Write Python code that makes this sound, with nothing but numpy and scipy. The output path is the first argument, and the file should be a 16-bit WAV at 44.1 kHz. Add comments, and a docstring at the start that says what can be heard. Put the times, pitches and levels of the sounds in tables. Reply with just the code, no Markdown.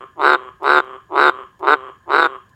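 """Night among leaves: over a low rumble and a faint chorus, a far frog is just ending a call.
Then a tree frog croaks five times close by, each croak a train of larynx pulses ringing the vocal sac.
The pulses run evenly as it swells, then limp in pairs or threes (the fourth croak holds one run),
and the pitch sags as it stops. The far frog answers in each gap, with a few tiny dry clicks between,
and calls once more after the last croak."""
import sys
import numpy as np
from scipy import signal
from scipy.fft import rfft, irfft, next_fast_len
from scipy.io import wavfile
from scipy.ndimage import uniform_filter1d, minimum_filter1d, map_coordinates

SR = 44100
rng = np.random.default_rng(int(sys.argv[2]) if len(sys.argv) > 2 else 0)


def generate_wav(sig):
    """Save sig (samples, or channels by samples) to the path in sys.argv[1] as 16-bit PCM at SR."""
    pcm = np.round(np.clip(np.atleast_2d(sig).T, -1, 1) * 32767).astype(np.int16)
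    wavfile.write(sys.argv[1], SR, pcm)


N = 112454
PULSE = 2048  # samples in the ring of one pulse
T = np.arange(PULSE) / SR

RISE_GAP_MS, LONG_GAP_MS = 7.3, 7.84  # between pulses while swelling; between groups
SLACK_MS, SETTLE_S = 1.1, 0.027  # the gap within a group starts longer and settles
TIRING, TIRING_S = 0.054, 0.049  # pulses slow by this share as the croak runs out
FILL_LEAD_S, FILL_S = 0.046, 0.071  # the sac tightens from just before full effort
BRIGHT_EFFORT, SAG_S = 0.37, 0.079  # effort that fully opens the tone; length of the final sag
SAC_DB, LEADER_DB, SCATTER_DB = 22.5, -4, 2.42  # sac gain; trim on a group's first pulse; random spread
RASP_DB, RASP_T60_S = -27.5, 0.028  # air in each pulse
ANSWER_S, ANSWER_RISE_S, ANSWER_GAP_MS, ANSWER_JITTER_MS, ANSWER_DB = 0.29, 0.11, 7.7, 0.3, 2.5
NEAR_WET_DB, FAR_WET_DB = -27, -2.5  # sends to the garden's reverb


def amp(db):
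    """Decibels to amplitude."""
    return 10 ** (np.asarray(db) / 20)


def unit(x):
    """Scale to rms 1."""
    return x / np.sqrt(np.mean(x ** 2) + 1e-20)


def along(points, hz):
    """Read a curve of (Hz, value) points on a log frequency axis."""
    f, v = np.transpose(points)
    return np.interp(np.log(hz + 1), np.log(f + 1), v)


def filtered(x, response):
    """Equalise x with a gain that is a function of frequency."""
    m = next_fast_len(N + SR // 2)
    return irfft(rfft(x, m) * response(np.fft.rfftfreq(m, 1 / SR)), m)[:N]


def noise(spectrum):
    """Coloured noise of rms 1."""
    return unit(filtered(rng.standard_normal(N), lambda hz: amp(along(spectrum, hz))))


def wobble(rate):
    """A smooth random curve, rate knots a second."""
    return map_coordinates(rng.standard_normal(int(N * rate / SR) + 4), [np.arange(N) * rate / SR])


def ring(spectrum):
    """The minimum-phase ring of a body with this spectrum."""
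    cepstrum = irfft(np.log(amp(along(spectrum, np.fft.rfftfreq(PULSE, 1 / SR)))))
    cepstrum[1:PULSE // 2] *= 2
    cepstrum[PULSE // 2 + 1:] = 0
    return irfft(np.exp(rfft(cepstrum)))


def add(track, s, sound):
    """Mix a sound into the track at time s."""
    i = round(s * SR)
    if 0 <= i < N:
        track[i:i + len(sound)] += sound[:N - i]


def night(rumble_db=-58, waver_db=1.5):
    """The bed: low rumble and the wavering bands of distant frogs and insects."""
    # The rumble's tone. Each row: frequency in Hz, relative level in dB.
    rumble = [(20, -31), (55, -3), (100, 0), (160, -5), (240, -9.5), (500, -17.5), (900, -19),
              (2500, -30.5), (5000, -35.5), (16000, -41.5)]
    # The chorus bands. Each row: centre in Hz, half-width in Hz, level in dB.
    chorus = [(1050, 43, -63), (1665, 90, -62), (3130, 73, -79.5), (6830, 120, -80)]
    bed = amp(rumble_db) * noise(rumble)
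    for centre, width, db in chorus:
        band = filtered(rng.standard_normal(N), lambda hz: 1 / (1 + ((hz - centre) / width) ** 2))
        bed += unit(band) * amp(db + waver_db * wobble(34))
    return bed


def garden(x, predelay_s=0.013):
    """Scatter from plants and walls; each frequency dies at its own speed."""
    # The tail's length. Each row: frequency in Hz, t60 in seconds.
    decay = [(150, 0.21), (400, 0.16), (1150, 0.25), (3200, 0.38), (10000, 0.092)]
    # The tail's tone. Each row: frequency in Hz, gain in dB.
    colour = [(150, -13.5), (280, -12.5), (385, -4), (480, -12), (700, -8), (1150, -1), (1500, -7.5),
              (2200, -6.5), (3100, -5.5), (3900, -5.5), (10000, -5.5)]
    hz, t, bands = signal.stft(rng.standard_normal(SR // 2), SR, nperseg=256)
    tail = signal.istft(bands * amp(-60 * t / along(decay, hz)[:, None]), SR, nperseg=256)[1]
    delayed = np.pad(x, (round(predelay_s * SR), 0))
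    wet = signal.fftconvolve(delayed, tail / np.linalg.norm(tail))[:N]
    return filtered(wet, lambda hz: amp(along(colour, hz)))


def ticks():
    """A few tiny dry clicks, each a fast-dying burst of noise."""
    # The clicks. Each row: start in seconds, level in dB, t60 in seconds.
    clicks = [(0.6327, -41.5, 0.0095), (0.847, -52, 0.0069), (1.593, -57, 0.058), (2.493, -62, 0.063)]
    # Their tone. Each row: frequency in Hz, relative level in dB.
    colour = [(300, -10), (3000, 3), (6000, -2), (15000, -8)]
    envelope = np.zeros(N)
    for s, db, t60 in clicks:
        add(envelope, s, amp(db - 60 * T / t60))
    return envelope * noise(colour)


def sac_lag(pulse, centre_hz=1450, q=2.14):
    """The sac takes a moment to respond: an all-pass makes its main ring build up before it dies."""
    hz = np.fft.rfftfreq(PULSE, 1 / SR)
    pole = centre_hz ** 2 - hz ** 2 + 1j * hz * centre_hz / q
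    return irfft(rfft(pulse) * np.conj(pole) / pole)


def far_frog():
    """A second frog answers: near-even pulses swell, hold and stop short."""
    # Its calls. Each row: stop in seconds, relative level in dB.
    answers = [(0.046, -1.5), (.496, -2), (.971, -2.5), (1.443, -3), (1.906, -2), (2.371, -1.5)]
    # Its tone. Each row: frequency in Hz, relative level in dB.
    colour = [(100, -39), (270, -12), (340, 1), (385, 4), (450, -2), (520, -0.5), (620, -6.5), (900, -6),
              (1150, 8.5), (1400, -3.5), (1800, -12), (2550, -20), (3250, -13), (3600, -34.5),
              (4100, -47.5), (6300, -58.5), (7700, -38.5), (9000, -55), (16000, -70.5)]
    voice, pulse = np.zeros(N), sac_lag(ring(colour))
    for stop, db in answers:
        gap_luck, level_luck = rng.standard_normal((48, 2)).T
        times = stop - np.cumsum(ANSWER_GAP_MS + ANSWER_JITTER_MS * gap_luck) / 1000
        for s, luck in zip(times, level_luck):
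            swell = np.clip((s - stop + ANSWER_S) / ANSWER_RISE_S, 0, 1)
            add(voice, s, swell * amp(ANSWER_DB + db + 1.6 * luck) * pulse)
    return voice


def larynx(full, rise, stop, group, short_ms, feeble_db=-46.5, swell_db=-5):
    """Pulses of one croak as (seconds, strength, leads a group): a swell, then groups that tire."""
    pulses, before = [], RISE_GAP_MS / 1000
    while before < rise:  # the swell, laid backwards from full effort
        early = before / rise
        strength = amp(feeble_db) + amp(swell_db) * (1 - early) ** 2.19
        pulses.insert(0, (full - before, strength, False))
        before += RISE_GAP_MS * (1 - 0.3 * early ** 2) / 1000  # the first pulses come closer
    s, k = full, 0
    while s < stop:
        pulses.append((s, 1, k % group == 0))
        k += 1
        gap_ms = LONG_GAP_MS if k % group == 0 else short_ms + SLACK_MS * np.exp((full - s) / SETTLE_S)
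        s += gap_ms * (1 + TIRING * max(0, 1 - (stop - s) / TIRING_S)) / 1000
    return pulses


def vocal_sac(fill, pitch, opening, leads):
    """One ring of the sac: its tone shifts as it tightens; weak and leading pulses are duller."""
    # The sac's resonances. Each row: frequency in Hz, relative level in dB when slack, and when taut.
    resonances = [(60, -91, -38), (180, -38, -29), (252, -37, -7), (321.7, 11.5, 0.5), (405, 21, 13),
                  (440, -3, 8.5), (623, 8.5, 0.5), (800, 9.5, 5.5), (930, 17, 7), (1234, 19, 11),
                  (1502, 6.5, 15), (1659, -5, 4.5), (1808, -3.5, -11), (1990, 0, -3.5), (2740, -12.5, -14),
                  (3250, -9.5, -19.5), (3150, -52.5, -48.5), (4740, -47, -42), (5200, -64.5, -60.5),
                  (6200, -51, -67), (9860, -60, -74), (16000, -58.5, -72)]
    # EQ on the feeblest pulses. Each row: frequency in Hz, gain in dB.
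    weak_eq = [(300, 9), (700, 3.5), (1000, 1), (1500, -21.5), (3000, -7), (4000, -27), (16000, -20)]
    # EQ on the first pulse of a group. Each row: frequency in Hz, gain in dB.
    leader_eq = [(1500, -1.5), (3000, -1), (6000, -3.5), (16000, -1.5)]
    hz, slack, taut = np.transpose(resonances)
    dull = (1 - opening) * along(weak_eq, hz) + leads * along(leader_eq, hz)
    level = slack + fill * (taut - slack) + dull
    return sac_lag(ring(np.c_[hz * pitch ** 0.38, level]))  # the sac follows only part of the sag


def throat(fill, pitch, opening, level_luck, attack_s=0.00034):
    """The throat's bright overtones for one pulse; they ring longer when it is taut."""
    # The overtones. Each row: frequency in Hz before bends, relative level in dB, slack t60 in seconds.
    overtones = [(3891, -17, 0.014), (4250, -27, 0.015), (5184, -38.5, 0.018), (8040, -43.5, 0.019),
                 (9900, -55, 0.024), (14700, -47.5, .012)]
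    lowest_hz = overtones[0][0]
    glide = 1 - 0.13 * (1 - opening)  # they start flat and rise with effort
    ping = np.zeros(PULSE)
    for (hz, db, t60), luck in zip(overtones, level_luck):
        bend = glide * pitch ** (1 + 2 * (1 - lowest_hz / hz))  # higher ones sag further
        envelope = amp(db + 2 * luck - 60 * T / (t60 * 1.26 ** fill))
        ping += envelope * np.sin(2 * np.pi * hz * bend * T)
    return ping * (1 - np.exp(-T / attack_s)) ** 2


def near_frog():
    """The close frog: each larynx pulse rings sac and throat and lets out a rasp of air."""
    # The croaks. Each row: time of full effort, rise length, stop time and release length in seconds,
    # relative level in dB, pulses per group, short gap in ms, final sag as a share of pitch,
    # trim on overtones and rasp in dB.
    croaks = [(0.2444, 0.087, 0.3637, .018, -3.5, 2, 5.57, 0.06, 0.5),
              (0.6716, 0.074, .812, 0.025, -3.5, 2, 5.6, 0.08, 0.5),
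              (1.1918, .1, 1.307, 0.014, -1.5, 2, 5.6, 0.07, 0),
              (1.6853, 0.095, 1.759, 0.024, -4.5, 12, 6.25, .06, -1.5),
              (2.133, 0.075, 2.273, 0.015, -6, 3, 6.0, 0.08, 0.5)]
    # The tone of the air. Each row: frequency in Hz, relative level in dB.
    rasp = [(100, -2), (2000, 27), (5000, -1), (6300, -48), (7500, 5), (10000, -15), (12500, -18),
            (15000, -6.5)]
    voice, air = np.zeros(N), np.zeros(N)
    for full, rise, stop, release, db, group, short_ms, sag, bright_db in croaks:
        pulses = larynx(full, rise, stop, group, short_ms)
        chance = rng.standard_normal((64, 8))  # per pulse: effort, timing, six overtone levels
        for (s, strength, leads), luck in zip(pulses, chance):
            fade = min(1, (stop - s) / release)
            effort = strength * fade * amp(SCATTER_DB * luck[0])
            fill = np.clip((s - full + FILL_LEAD_S) / FILL_S, 0, 1)
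            pitch = 1 - sag * np.clip(1 - (stop - s) / SAG_S, 0, 1)
            opening = min(1, effort / BRIGHT_EFFORT)
            body = vocal_sac(fill, pitch, opening, leads) * effort * amp(SAC_DB + leads * LEADER_DB)
            # The bright edge grows as the sac fills, and fades faster than the body at the stop.
            edge = opening * fade * effort ** 0.69 * amp(bright_db - 4.5 * leads + 5 * fill)
            jitter_ms = 0.35 if s < full else 0.04
            at = s + jitter_ms * luck[1] / 1000
            add(voice, at, amp(db) * (body + edge * throat(fill, pitch, opening, luck[2:])))
            add(air, at, edge * amp(db + RASP_DB - 60 * T / RASP_T60_S))
    return voice + air * noise(rasp)


def scene():
    """The mono mix: the close frog nearly dry, the far one deep in the garden, clicks and the bed."""
    near, far = near_frog(), far_frog()
    reverb = garden(amp(NEAR_WET_DB) * near + amp(FAR_WET_DB) * far)
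    return (near + far + reverb + ticks() + night())[None]


def record(dry):
    """A fast limiter holds the loudest pulses at full scale, then a steep low-pass trims the top."""
    top_hz = 15950
    needed = 1 / np.maximum(1, np.abs(dry[0]))
    held = minimum_filter1d(needed, size=161)
    gain = uniform_filter1d(uniform_filter1d(held, size=81), size=81)
    return filtered(dry[0] * gain, lambda hz: hz < top_hz)[None]


dry = scene()
out = record(dry)
generate_wav(out)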